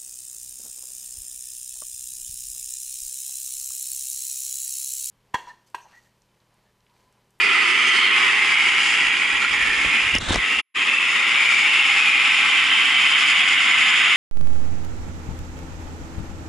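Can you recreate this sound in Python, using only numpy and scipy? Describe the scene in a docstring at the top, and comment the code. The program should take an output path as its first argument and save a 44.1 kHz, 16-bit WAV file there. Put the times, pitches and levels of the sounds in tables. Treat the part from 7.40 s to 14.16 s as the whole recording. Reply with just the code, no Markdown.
"""A petrol blowtorch heats an aluminium strip on a barbecue in a paved yard, near a hand-held camera.
The flame flutters and roars in its tube, the vapour jet hisses; echoes off grill and paving sweep.
At 2 s metal clinks twice and the burner starts to turn away. Just before 3 s a finger knocks, rubs and
briefly covers the microphone. At 3.2 s the sound drops out for a moment.
The torch then burns on, grows louder and draws back from the grill."""
import sys
import numpy as np
from scipy import signal
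from scipy.fft import rfft, irfft, next_fast_len
from scipy.io import wavfile
from scipy.ndimage import uniform_filter1d, minimum_filter1d

SR = 44100
rng = np.random.default_rng(int(sys.argv[2]) if len(sys.argv) > 2 else 0)


def output_pcm(signal):
    """Save a mono or channel-first signal as 16-bit PCM at the path in sys.argv[1].

    Samples are clipped to [-1, 1] before scaling.
    """
    pcm = np.clip(np.atleast_2d(signal).T, -1, 1) * 32767
    wavfile.write(sys.argv[1], SR, np.round(pcm).astype(np.int16))


N = 298116

# Flame and jet loudness as the torch moves. Each row: time in seconds, gain in dB.
TORCH_GAIN = [(0, -16.5), (1.3, -16), (2.05, -19.5), (2.45, -18), (3.22, -19), (3.35, -20), (3.75, -18.5),
              (4.1, -15.5), (5.3, -16), (6.75, -14.5)]
# Noise spectra; side and rear are aspects of the burner. Each row: frequency in Hz, relative density in dB.
FLAME_SIDE_SPECTRUM = [(450, -46.5), (650, -29), (760, -17.5), (950, -12.5), (1300, -6.5), (1500, -10),
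                       (1750, -8), (2000, 3), (2300, 0.5), (2700, -3.5), (3200, -5), (3550, -13.5),
                       (3850, -17.5), (4500, -37), (6000, -72.5)]
FLAME_REAR_SPECTRUM = [(450, -37), (650, -26), (800, -15.5), (970, -16), (1150, -9.5), (1350, -10.5),
                       (1750, -11), (2060, 0), (2500, -0.5), (3150, -5.5), (3380, -10), (3600, -10),
                       (3950, -20.5), (6000, -79.5)]
JET_SIDE_SPECTRUM = [(3300, -22), (4000, -4), (5000, 5), (5900, -6), (6600, -2), (7300, -5), (8300, -3.5),
                     (9200, -11), (10000, -7.5), (11200, -14.5)]
JET_REAR_SPECTRUM = [(3300, -25), (4000, -3), (5300, 3), (6000, -11), (6800, -0.5), (7400, -5.5),
                     (8200, -5), (9200, -13.5), (10100, -7), (11200, -16.5)]
ROAR_SPECTRUM = [(20, -23), (90, -10.5), (160, -4), (260, 2), (400, -0.5), (560, -5.5), (770, -7.5),
                 (1200, -19)]
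RUB_SPECTRUM = [(60, 4.5), (300, 1), (800, -1.5), (1700, 3.5), (2400, -13.5), (3600, 6), (4600, -9.5),
                (7500, -9), (11000, -24)]
# Burner resonances. Each row: frequency in Hz, width in Hz, side level in dB, rear level in dB.
BURNER_MODES = [(1337, 70, -23.5, -24.5), (2112, 130, -35.5, -16), (3605, 110, -27, -33)]
# Brief notes. Each row: middle in seconds, length in seconds, pitch in Hz, level in dB re their hiss.
FLAME_HOOTS = [(.03, 0.16, 2484, -4), (.25, 0.49, 1320, -12), (.28, .16, 2615, -7.5),
               (.39, .22, 2314, -5.5), (.61, .22, 3130, -7.5), (1.16, 0.21, 2222, -4.5),
               (1.45, .45, 2818, -6.5), (1.92, .22, 2413, -7.5), (2.29, .16, 1798, -6.5),
               (2.41, .18, 2192, -3), (2.58, .22, 2453, -7.5), (2.76, .12, 2790, -1.5),
               (3.04, .1, 1934, -4), (3.17, .12, 2746, -1.5), (3.6, .17, 2620, -3.5),
               (4.15, .2, 2325, -2.5), (4.31, .2, 2764, -5), (4.7, .22, 2495, -2), (5.58, .55, 3116, -8),
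               (6.16, .3, 2130, -5.5)]
JET_SWISHES = [(.05, 0.4, 4570, -4), (.44, .14, 6220, -8.5), (.63, .14, 4310, -0.5)]
# Nozzle whistle. Each row: time in seconds, pitch in Hz, level in dB re the jet's hiss.
JET_WHISTLE = [(0, 6210, -22), (1.4, 6830, -8.5), (3.3, 6734, -7.5), (5.5, 6796, -11.5), (6.1, 6930, -5)]
# Extra vapour. Each row: start in seconds, length in seconds, level in dB re the jet.
JET_SPURTS = [(.45, .17, -1.5), (1.42, 0.17, 1), (4.47, .07, -6.5), (5.8, .08, -4)]
# Burner over the grill. Each row: time in seconds, reach from 0 to 1.
GRILL_REACH = [(0, 0.06), (.6, 0.1), (1.2, 0.66), (1.8, 0.98), (3.35, .4), (3.65, 0.98), (4.15, .85),
               (4.7, 0.56), (6.75, 0.08)]
# Echo off the strip; its edge can flip the sign. Each row: time in seconds, delay in ms, signed gain.
STRIP_ECHO = [(.4, .78, -0.048), (1.2, 1.28, 0.23), (3.23, 1.13, 0.021), (3.34, 1.416, -.3),
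              (3.9, 1.19, -0.092), (4.5, 0.7, 0.036), (6.75, 0.61, 0.19)]
# Torch direction. Each row: time in seconds, left minus right in dB.
TORCH_PAN = [(.25, -2.5), (1.3, -.6), (2.3, -2), (3.3, 0), (4.1, .8), (5.2, -0.6)]
# Stereo likeness in the yard. Each row: frequency in Hz, left-right correlation.
STEREO_CORRELATION = [(60, 0.24), (160, 0.51), (400, 0.17), (660, 0.078), (1060, 0.64), (1700, 0.69),
                      (2750, 0.87), (4400, 0.79), (7200, 0.37), (11000, 0.43)]
# Finger knocks. Each row: start in seconds, thump peak in dB, thump cut-off in Hz, click drive in dB.
FINGER_KNOCKS = [(2.448, -19, 700, -45), (2.7514, -17, 504, -3), (2.784, -25, 400, -1.5),
                 (2.9076, -9, 750, -42), (2.943, 2, 3590, -10.5), (2.958, -9.5, 1780, -4.5)]
# Camera shell. Each row: frequency in Hz, width in Hz, gain in dB.
SHELL_MODES = [(3000, 770, -11), (5300, 310, 3.5), (6100, 170, -8), (10360, 2900, -17.5)]
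# Hand movements. Each row: start in seconds, length in seconds, level in dB.
GRIP_SHIFTS = [(1.66, .03, -47), (1.94, .02, -45), (2.1, 0.29, -47), (2.45, .03, -37.5), (2.63, 0.053, -42),
               (2.735, 0.042, -31.5), (2.797, 0.036, -30.5), (2.89, 0.09, -26.5), (3.175, .012, -49)]
FINGER_RUBS = [(2.81, .17, -29.5), (2.89, 0.016, -24), (2.927, .007, -19)]
# Light metal contacts. Each row: start in seconds, gain in dB.
METAL_CONTACTS = [(2.019, -18), (2.047, -12.5)]
# Their ring. Each row: frequency in Hz, relative level in dB.
METAL_MODES = [(1390, 3.5), (4200, -12), (6850, -13.5)]

GAP_START_S, GAP_END_S = 3.218, 3.34


def torch(turn_start_s=1.99, turn_end_s=4.27, flutter_db=1.0, surge_db=0.57, spit_db=1.0, jet_db=-17.5):
    """Flame, jet and roar flutter with one shared fuel flow."""
    torch_db, = curves(TORCH_GAIN)
    rear = np.interp(seconds(), [turn_start_s, turn_end_s], [0, 1])
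    flame, jet, roar = burner_flame(rear), vapour_jet(rear), low_roar()
    flow = unit(amp(flutter_db * wobble(320) + surge_db * wobble(35)))
    jet_gain = amp(jet_db + spit_db * wobble(25))  # fuel leaves the nozzle unevenly
    return flow * (amp(torch_db) * (flame + jet_gain * jet) + roar)


def burner_flame(rear):
    """Turbulent burning rings the tube and catches brief hollow notes."""
    hiss = aimed_noise(FLAME_SIDE_SPECTRUM, FLAME_REAR_SPECTRUM, rear)
    for hz, width_hz, side_db, rear_db in BURNER_MODES:
        mode = stereo_noise(lambda f: resonance(f, hz, width_hz) ** 2)
        hiss += amp(between((side_db, rear_db), rear)) * mode
    return voiced(hiss, passing_tones(FLAME_HOOTS, width_hz=84, sag_hz_per_s=60))


def vapour_jet(rear):
    """Vapour hisses, whistles and spurts from the nozzle."""
    hiss = aimed_noise(JET_SIDE_SPECTRUM, JET_REAR_SPECTRUM, rear)
    whistle = held_tone(*curves(JET_WHISTLE), width_hz=190)
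    swishes = passing_tones(JET_SWISHES, width_hz=220, sag_hz_per_s=320)
    spurts = bursts(JET_SPURTS, attack_s=0.039, release_s=0.077)
    return voiced(hiss, whistle, swishes) * np.hypot(1, spurts)


def low_roar(boom_hz=382.3, boom_db=3, fade_db_per_s=5, before_gap_db=-37.5, after_gap_db=-40.5):
    """The flame's low roar, with a hollow boom that dies away."""
    noise = coloured_noise(ROAR_SPECTRUM)
    boom = held_tone(boom_hz, boom_db - fade_db_per_s * seconds(), width_hz=63)
    level_db = np.where(seconds() > GAP_START_S, after_gap_db, before_gap_db)
    return amp(level_db) * voiced(noise, boom)


def near_echoes(x, coals_gain=0.094, coals_ms=(3.0, 2.026), paving_gain=0.16, paving_ms=(4.05, 3.6)):
    """Strip, coals and paving comb the sound; notches and pan glide as the torch moves."""
    reach, = curves(GRILL_REACH)
    strip_ms, strip_gain = curves(STRIP_ECHO)
    pan_db, = curves(TORCH_PAN)
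    paths = [(strip_gain, strip_ms),
             (coals_gain, between(coals_ms, reach)),
             (paving_gain, between(paving_ms, reach))]
    power = 1 + strip_gain ** 2 + coals_gain ** 2 + paving_gain ** 2
    return (x + echoes(x, paths)) / np.sqrt(power) * amp([pan_db / 2, -pan_db / 2])


def far_echoes(x, gain=0.12, nearest_ms=4.6, farthest_ms=17, drift_ms=0.15, count=7):
    """Weak later echoes off pots, drum and walls ripple the hiss."""
    paths = [(gain, ms + drift_ms * wobble(1.2)) for ms in np.geomspace(nearest_ms, farthest_ms, count)]
    return (x + echoes(x, paths)) / np.sqrt(1 + count * gain ** 2)


def knocks(thump_t60_s=0.026, click_t60_s=0.0098, grit=0.14):
    """Each knock pushes the camera body and clicks its plastic shell."""
    t = np.arange(SR // 8) / SR
    thumps, clicks = np.zeros(N), np.zeros(N)
    for start_s, thump_db, cutoff_hz, click_db in FINGER_KNOCKS:
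        start = round(start_s * SR)
        push = (t == 0) + grit * rng.standard_normal(len(t)) * amp(-60 * t / thump_t60_s)
        thump = signal.sosfilt(signal.butter(2, [30, cutoff_hz], "band", fs=SR, output="sos"), push)
        thumps[start:][:len(t)] += amp(thump_db) * thump / np.abs(thump).max()
        clicks[start:][:len(t)] += amp(click_db - 60 * t / click_t60_s) * rng.standard_normal(len(t))
    shell = lambda f: sum(amp(db) * resonance(f, hz, width_hz) for hz, width_hz, db in SHELL_MODES)
    return thumps + filtered(clicks, shell)


def finger_rub(catch_db=1.0):
    """Skin catches and slips over the microphone."""
    friction = unit(amp(catch_db * wobble(360))) * coloured_noise(RUB_SPECTRUM)
    return bursts(FINGER_RUBS, attack_s=0.009, release_s=0.0074) * friction


def finger_cover(start_s=2.77, close_s=0.028, open_s=0.24, depth_db=-19.5):
    """Gain as the finger shuts the microphone port fast and slides off slowly."""
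    return amp(np.interp(seconds() - start_s, [0, close_s, close_s + open_s], [0, depth_db, 0]))


def clinks(t60_s=0.031, attack_s=0.00084):
    """Metal touches metal and rings briefly."""
    t = np.arange(SR // 8) / SR
    modes = sum(amp(db) * np.sin(2 * np.pi * hz * t) for hz, db in METAL_MODES)
    ring = modes * amp(-60 * t / t60_s) * (1 - np.exp(-t / attack_s))
    out = np.zeros(N)
    for start_s, db in METAL_CONTACTS:
        out[round(start_s * SR):][:len(t)] += amp(db) * ring
    return out


def grip_rumble(rest_db=-62.5, body_hz=46, width_hz=28, cutoff_hz=300):
    """The hand rumbles through the camera body, more as the grip shifts."""
    grip = amp(rest_db) + bursts(GRIP_SHIFTS, attack_s=0.0065, release_s=0.015)
    body = lambda f: resonance(f, body_hz, width_hz) / (1 + 1j * f / cutoff_hz)
    return grip * unit(filtered(rng.standard_normal(N), body))


def aimed_noise(side_spectrum, rear_spectrum, rear):
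    """Hiss changes colour as the burner turns from side (0) to rear (1)."""
    return np.sqrt(1 - rear) * coloured_noise(side_spectrum) + np.sqrt(rear) * coloured_noise(rear_spectrum)


def coloured_noise(spectrum):
    """Stereo noise shaped by a spectrum table."""
    return stereo_noise(lambda hz: amp(log_interp(spectrum, hz)))


def stereo_noise(response):
    """Filtered noise of rms 1 with the yard's left-right correlation."""
    def split(hz):
        angle = stereo_angle(hz)
        return response(hz) * np.array([np.cos(angle), np.sin(angle)])
    mid, side = filtered(rng.standard_normal((2, N)), split)
    return unit(np.array([mid + side, mid - side]))


def stereo_angle(hz):
    """Mid-side angle in radians."""
    return np.arccos(log_interp(STEREO_CORRELATION, hz)) / 2


def voiced(hiss, *tones):
    """Resonances, as (sound, power), take their share of power from the hiss."""
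    mix = hiss + sum(sound for sound, _ in tones)
    return mix / np.sqrt(1 + sum(power for _, power in tones))


def held_tone(hz, db, width_hz):
    """Noise in one lasting resonance; returns sound and power."""
    return amp(db) * ringing(slow_swing(width_hz), hz * np.ones(N)), amp(db) ** 2


def passing_tones(rows, width_hz, sag_hz_per_s):
    """Resonances swell and fade as their pitch sags; returns sound and power."""
    swing, sound, power = slow_swing(width_hz), np.zeros((2, N)), np.zeros(N)
    for k, (middle_s, length_s, hz, db) in enumerate(rows):
        near = np.flatnonzero(np.abs(seconds() - middle_s) < 2 * length_s)
        t = near / SR - middle_s
        gain = amp(db) * 0.5 ** (2 * (t / length_s) ** 2)  # half power at +-length_s / 2
        sound[:, near] += gain * ringing(swing[:, (near + k * SR) % N], hz - sag_hz_per_s * t)
        power[near] += gain ** 2
    return sound, power


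def slow_swing(width_hz):
    """Unsteady complex amplitude of a narrow resonance, mid and side."""
    band = filtered(rng.standard_normal((4, N)), lambda f: 1 / (1 + 1j * f / width_hz) ** 2)
    return band[:2] + 1j * band[2:]


def ringing(swing, hz):
    """A swing carried on a per-sample pitch; stereo, rms 1."""
    mid, side = np.real(swing * np.exp(2j * np.pi * np.cumsum(hz) / SR))
    side = side * np.tan(stereo_angle(hz.mean()))
    return unit(np.array([mid + side, mid - side]))


def echoes(x, paths):
    """Sum of copies of x over moving (gain, delay in ms) paths."""
    fine = signal.resample_poly(x, 2, 1, axis=1)  # double rate keeps the treble when interpolating
    total = np.zeros_like(x)
    for gain, delay_ms in paths:
        position = 2 * (np.arange(N) - delay_ms * SR / 1000)
        whole = np.floor(position).astype(int)
        before = fine.take(whole, axis=1, mode="wrap")
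        after = fine.take(whole + 1, axis=1, mode="wrap")
        total += gain * (before + (position - whole) * (after - before))
    return total


def bursts(rows, attack_s, release_s):
    """Gain of events that rise, hold and decay."""
    t, power = seconds(), np.zeros(N)
    for start_s, length_s, db in rows:
        edge = np.minimum((t - start_s) / attack_s, (start_s + length_s - t) / release_s)
        power += amp(db) ** 2 * np.exp(2 * np.minimum(0, edge))
    return np.sqrt(power)


def wobble(rate_hz):
    """Smooth random curve with knots at rate_hz."""
    knots = rng.standard_normal(int(N * rate_hz / SR) + 4)
    fine = signal.resample(knots, 10 * len(knots))
    return np.interp(np.arange(N) * (10 * rate_hz / SR), np.arange(len(fine)), fine)


def filtered(x, response):
    """Apply a complex frequency response."""
    size = next_fast_len(N + SR // 4)
    return irfft(rfft(x, size) * response(np.fft.rfftfreq(size, 1 / SR)), size)[..., :N]


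def resonance(f, hz, width_hz):
    """Response of one damped mode."""
    return 1j * f * width_hz / (hz * hz - f * f + 1j * f * width_hz)


def log_interp(points, hz):
    """Read (Hz, value) points on a log axis."""
    point_hz, values = np.transpose(points)
    return np.interp(np.log(hz + 1), np.log(point_hz + 1), values)


def curves(rows):
    """Per-sample curve for each column after the time."""
    times_s, *columns = np.transpose(rows)
    return [np.interp(seconds(), times_s, column) for column in columns]


def between(ends, share):
    """Linear blend of two values."""
    return ends[0] + share * (ends[1] - ends[0])


def seconds():
    """Time of every sample."""
    return np.arange(N) / SR


def amp(db):
    """Decibels to gain."""
    return 10 ** (np.asarray(db) / 20)


def unit(x):
    """Scale to rms 1."""
    return x / np.sqrt(np.mean(x ** 2) + 1e-20)


def limiter(x, ceiling_db=-5.5, hold_s=0.0066):
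    """Gain dips around the tallest peaks."""
    needed = np.minimum(1, amp(ceiling_db) / (np.abs(x).max(axis=0) + 1e-9))
    span = int(hold_s * SR)
    return x * uniform_filter1d(minimum_filter1d(needed, span), span)


def dropout(fade_out_s=0.025, fade_in_s=0.032, floor_db=-60):
    """Gain that shuts for the brief gap."""
    t = seconds()
    opening = np.clip(np.maximum((GAP_START_S - t) / fade_out_s, (t - GAP_END_S) / fade_in_s), 0, 1)
    return np.maximum(amp(floor_db), np.sin(np.pi / 2 * opening) ** 2)


def scene():
    """Torch and echoes, briefly covered, plus clinks and handling noise."""
    yard = far_echoes(near_echoes(torch()))
    return finger_cover() * yard + clinks() + grip_rumble() + finger_rub() + knocks()


def record(dry):
    """Limiter, dropout, brick-wall low-pass."""
    return filtered(limiter(dry) * dropout(), lambda hz: hz < 11150)


dry = scene()
out = record(dry)
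output_pcm(out)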